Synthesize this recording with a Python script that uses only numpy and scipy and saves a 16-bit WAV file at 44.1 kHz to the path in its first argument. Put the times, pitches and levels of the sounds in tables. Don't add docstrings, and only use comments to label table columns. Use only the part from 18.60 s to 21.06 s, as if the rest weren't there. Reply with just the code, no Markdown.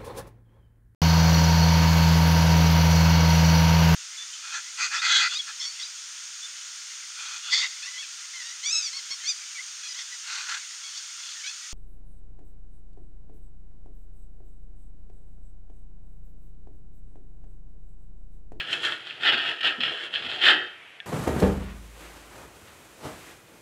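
import sys
import numpy as np
from scipy import signal
from scipy.fft import rfft, irfft
from scipy.io import wavfile

SR = 44100
rng = np.random.default_rng(int(sys.argv[2]) if len(sys.argv) > 2 else 0)


def to_wav(sig):
    pcm = np.clip(np.atleast_2d(sig), -1, 1) * 32767
    pcm = np.round(pcm).astype(np.int16)
    wavfile.write(sys.argv[1], SR, pcm.T)


N = 108486
TIME = np.arange(N) / SR


def amp(db):
    return 10 ** (np.asarray(db) / 20)


def unit(x):
    return x / np.sqrt(np.mean(x ** 2) + 1e-20)


def at_hz(points, hz):
    f, value = np.transpose(points)
    return np.interp(np.log(hz + 1), np.log(f + 1), value)


def curve(points):
    s, value = np.transpose(points)
    return np.interp(TIME, np.maximum.accumulate(s), value)


def through(x, response):
    return signal.fftconvolve(x, response / np.linalg.norm(response))[:N]


def colour(x, eq, size=4096):
    log_gain = np.log(amp(at_hz(eq, abs(np.fft.fftfreq(size, 1 / SR)))))
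    spectrum = np.exp(np.conj(signal.hilbert(log_gain)))
    return through(x, np.fft.ifft(spectrum).real[:size // 2])


def ring(modes, start=0):
    t = TIME - start
    return (t >= 0) * sum(amp(db - 60 * abs(t) / t60) * np.sin(2 * np.pi * hz * t)
                          for hz, db, t60 in modes)


def grit(grains_per_s=5500, spread_db=4):
    size = amp(spread_db * np.minimum(rng.exponential(1, N), 4))
    return unit(size * rng.choice([-1., 1.], N) * (rng.random(N) < grains_per_s / SR))


def room_tone(level_db=-53.5):
    # f/Hz, level/dB
    room_eq = [(25, -18), (52, -22), (90, -13), (243, -15.5), (500, -12.5), (900, -11.5), (1400, -7.5),
               (1750, -6), (2300, -1), (3380, -7), (4500, -18.5), (12000, -31)]
    return amp(level_db) * colour(rng.standard_normal(N), room_eq)


def hand_brush(peak_s=2.247, half_width_s=0.16, level_db=-49.5):
    # f/Hz, level/dB
    brush_eq = [(500, -16), (1600, 2.5), (2200, 6.5), (3300, 1), (4300, -27), (9000, -25)]
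    swell = np.exp(-((TIME - peak_s) / half_width_s) ** 2)
    return amp(level_db) * colour(grit() * swell, brush_eq)


def small_click(trim_db=-8.5):
    # t/s, level/dB before the trim
    cues = [(2.4024, -23.5)]
    # f/Hz, level/dB, t60/s
    modes = [(1784, -8, 0.041), (1620, -20.5, 0.29), (2330, -2.5, 0.0038), (2800, -3, 0.0064),
             (3350, -9, 0.019)]
    # f/Hz, level/dB
    tap_eq = [(500, -26), (1300, -17), (1700, 1), (3600, 4.5), (4600, -9), (7000, -20), (12000, -27)]
    return colour(sum(amp(db + trim_db) * ring(modes, s) for s, db in cues), tap_eq)


def hand_bumps(attack_s=0.0042):
    # t/s, level/dB
    cues = [(0.731, -43), (1.182, -39.5), (1.641, -46)]
    # f/Hz, level/dB, t60/s
    modes = [(205, -2, 0.18), (244.3, 5, 0.21), (312, -3, 0.16), (434, -2, 0.095)]
    return sum(amp(db) * np.clip((TIME - s) / attack_s, 0, 1) * ring(modes, s) for s, db in cues)


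def hand_rumble(grip):
    # t/s, level/dB
    envelope = [(0, -52), (.07, -61), (.12, -48.5), (.22, -53), (.3, -55.5), (.42, -64), (.54, -63),
                (.63, -52.5), (.74, -50), (.82, -59), (.88, -51), (.98, -71), (1.06, -50.5), (1.14, -66),
                (1.2, -48), (1.3, -49), (1.37, -76), (1.53, -58), (1.66, -53.5), (1.78, -58), (1.89, -76),
                (1.96, -51), (2.15, -71)]
    # f/Hz, level/dB
    rumble_eq = [(25, -32), (52, -43), (78, 2), (110, 4), (170, 4), (240, -2.5), (400, 2.5), (900, -8),
                 (4000, -64)]
    return colour(grit() * grip * amp(curve(envelope)), rumble_eq)


def judder(centre_hz=90, depth_db=0.5):
    hz = np.fft.rfftfreq(N, 1 / SR)
    flutter = irfft(rfft(rng.standard_normal(N)) * hz * np.exp(-2 * hz / centre_hz), N)
    return unit(amp(depth_db * unit(flutter)))


def cabinet(x, patterns=3, shift_s=0.2118):
    # f/Hz, t60/s
    ring_time = [(200, 0.33), (1500, 0.17), (3000, 0.068), (8000, 0.13)]
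    out = np.zeros(N)
    fade_phase = np.pi * TIME / (patterns * shift_s)
    for k in range(patterns):
        taps = rng.choice([-1., 1.], SR // 2) * (rng.random(SR // 2) < 0.1)
        hz, t, bands = signal.stft(taps, SR, nperseg=256)
        decay = amp(-60 * t / at_hz(ring_time, hz)[:, None])
        tail = signal.istft(bands * decay, SR, nperseg=256)[1]
        out += through(x * np.cos(fade_phase + np.pi * k / patterns), tail)
    return out * np.sqrt(2 / patterns)


def wad_drag(grip, trim_db=-3):
    # t/s, relative level/dB
    envelope = [(0.0, -57), (0.09, -47), (0.13, -43.5), (0.5, -57.5), (0.61, -49.5), (0.65, -35),
                (0.72, -33.5), (0.83, -42), (0.89, -39.5), (1.01, -61), (1.04, -35), (1.08, -36.5),
                (1.12, -49.5), (1.32, -39.5), (1.39, -51.5), (1.78, -42.5), (1.9, -30), (2.15, -60.5)]
    # f/Hz, level/dB
    wad_eq = [(60, -41), (170, -33), (240, -10.5), (370, -3.5), (470, -2), (540, -6.5), (680, 0.5),
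              (820, -2), (1000, -9.5), (1500, -8.5), (4000, -44)]
    drag = colour(grit() * grip * amp(trim_db + curve(envelope)), wad_eq)
    return 0.69 * drag + 0.65 * cabinet(drag)


def paper_hiss(force_db, grip, snaps, hiss_db=-52, usual_force_db=-27, tick_db=-29.5):
    # t/s, level/dB
    ride = [(0, 2), (.06, 1), (.13, 8), (.25, 8), (.33, 5), (.42, 1), (.62, 0), (.7, -5), (.9, 0),
            (1.08, -2), (1.15, -3), (1.3, -2), (1.45, 4), (1.6, -2), (1.72, 2), (1.85, 1), (2.0, -5)]
    # f/Hz, level/dB
    paper_eq = [(1000, 1), (3500, 6), (5400, 5), (6100, 0), (7600, 3.5), (8600, -6.5), (9400, -14),
                (10200, -1.5), (12000, -15.5)]
    push_db = 0.84 * (force_db - usual_force_db)
    hiss = grit() * grip * amp(hiss_db + curve(ride) + push_db)
    return colour(hiss + amp(tick_db) * snaps, paper_eq)


def wrist_force():
    # t/s, level/dB
    turns = [
        [(0.0, -25), (0.03, -37), (0.068, -37.5), (0.124, -28.5), (0.13, -21.5), (0.158, -33), (0.216, -36.5),
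         (0.25, -20.5), (0.27, -26.5), (0.32, -30.5), (0.44, -44.5), (0.474, -36), (0.57, -44), (0.58, -38)],
        [(0.58, -46.5), (0.654, -20), (0.692, -14.5), (0.714, -27.5), (0.734, -18), (0.772, -32.5),
         (0.778, -27), (0.818, -30), (0.892, -25), (0.954, -38), (1.0, -38)],
        [(1.0, -54), (1.012, -22), (1.026, -37.5), (1.034, -23), (1.072, -18.5), (1.098, -26.5), (1.198, -42),
         (1.206, -27.5), (1.23, -31), (1.234, -26.5), (1.374, -34), (1.456, -33), (1.504, -50), (1.51, -40)],
        [(1.51, -47), (1.524, -41), (1.538, -28.5), (1.556, -29), (1.598, -35), (1.666, -30), (1.678, -37.5),
         (1.698, -30.5), (1.806, -34.5), (1.82, -22.5), (1.888, -10), (1.976, -29.5), (2.12, -44.5)],
    ]
    # t/s, level/dB
    lifted = [(2.3, -75)]
    return curve([point for turn in turns for point in turn] + lifted)


def grain_catches(decay_s=0.0018, boost_db=14, size=512):
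    # t/s, level/dB before the boost
    cues = [(0.077, -38), (0.1291, -11.5), (0.2337, -18), (0.2495, -39), (0.322, -14.5), (0.470, -22.5),
            (0.508, -21.5), (0.634, -11), (0.6512, -15), (0.6741, -7), (0.724, -11.5), (0.7366, -17),
            (0.7797, -10.5), (1.009, -22), (1.032, -15), (1.2064, -14), (1.2341, -10.5), (1.539, -20.5),
            (1.558, -15.5), (1.699, -23), (1.715, -17), (1.8169, -18), (1.8378, -4.5), (1.8627, -12),
            (1.906, -7.5)]
    out, t = np.zeros(N + size), np.arange(size) / SR
    for s, db in cues:
        snap = rng.standard_normal(size) * np.exp(-t / decay_s)
        out[round(s * SR):][:size] += amp(db + boost_db) * snap / np.linalg.norm(snap)
    return out[:N]


def brighten(drive, crossover_hz=2200):
    # t/s, level/dB
    brightness = [(0, 1), (.14, 0.5), (.33, -3.5), (.5, 4), (.68, 4), (.8, 4), (1.07, 3), (1.16, -6),
                  (1.22, 5.5), (1.42, -3), (1.56, 4), (1.84, 3), (1.91, 1.5), (2.05, -4)]
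    hz = np.fft.rfftfreq(N, 1 / SR)
    tilt = amp(curve(brightness) / 2)
    lows = irfft(rfft(drive) / (1 + (hz / crossover_hz) ** 10), N)
    return lows / tilt + (drive - lows) * tilt


def steel_scrape(drive, let_go_s=1.83, fade_s=0.033, radiates_hz=(260, 5400)):
    # f/Hz, level/dB
    steel_eq = [(40, -78.5), (170, -61.5), (250, -29.5), (310, -17.5), (480, -26), (600, -23.5), (780, -22),
                (980, -28), (1180, -13), (1300, -1), (1480, -7), (1800, -0.5), (2100, -8.5), (2400, -9),
                (2650, -4.5), (3200, 0.5), (3550, -9), (3950, -15), (4150, -12), (4350, -23.5),
                (4520, -13.5), (4700, -30), (5300, -24), (6000, -64), (9000, -59), (13000, -65)]
    # f/Hz, level/dB, t60/s
    held_modes = [(298, -15, .25), (378, -11, .25), (680, -11, .12), (1255, -7, .14), (1316, -6, .15),
                  (1592, -4, .15), (1662, -1, .2), (1836, -2, .18), (1877, -2, .15), (2620, 3, .13),
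                  (2799, -2, .16), (2833, 0, .18), (2967, -1, .18), (3160, 1, .13), (3310, 3, .13),
                  (4070, -11, .1), (4535, -14, .1)]
    # f/Hz, level/dB, t60/s
    free_modes = [(300, -13, .25), (364, -14, .5), (580, -18, .6), (869, -13, .3), (1295, -3, .38),
                  (1748, -2, .6), (1808, 0, .28), (1843, -1, .28), (1905, -2, .38), (2602, -5, .33),
                  (2660, -9, .45), (2914, -7, .33), (2987, -4, .35), (3144, -3, .42), (3460, -9, .25),
                  (3711, -11, .3), (4556, -12, .28)]
    held_db, free_db, direct_db, cabinet_db = -8.5, -6.5, -4, -6
    scrape = colour(drive, steel_eq)
    release = np.clip((TIME - let_go_s) / fade_s, 0, 1)
    held = amp(held_db) * through(drive * (1 - release), ring(held_modes))
    free = amp(free_db) * through(drive * release, ring(free_modes))
    ringing = signal.sosfilt(signal.butter(2, radiates_hz, "band", fs=SR, output="sos"), held + free)
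    return amp(direct_db) * scrape + amp(cabinet_db) * cabinet(scrape) + ringing


def scene():
    force_db, grip, snaps = wrist_force(), judder(), grain_catches()
    friction = grit() * grip * amp(force_db) + snaps
    steel = steel_scrape(brighten(friction))
    scrub = steel + wad_drag(grip) + paper_hiss(force_db, grip, snaps) + hand_rumble(grip)
    return (scrub + hand_bumps() + small_click() + room_tone() + hand_brush())[None]


def record(dry, low_cut_hz=62, high_cut_hz=12200):
    low_cut = signal.butter(4, low_cut_hz, "high", fs=SR, output="sos")
    high_cut = signal.firwin(511, high_cut_hz, window=("kaiser", 9), fs=SR)
    return signal.oaconvolve(signal.sosfilt(low_cut, dry), high_cut[None], "same")


dry = scene()
out = record(dry)
to_wav(out)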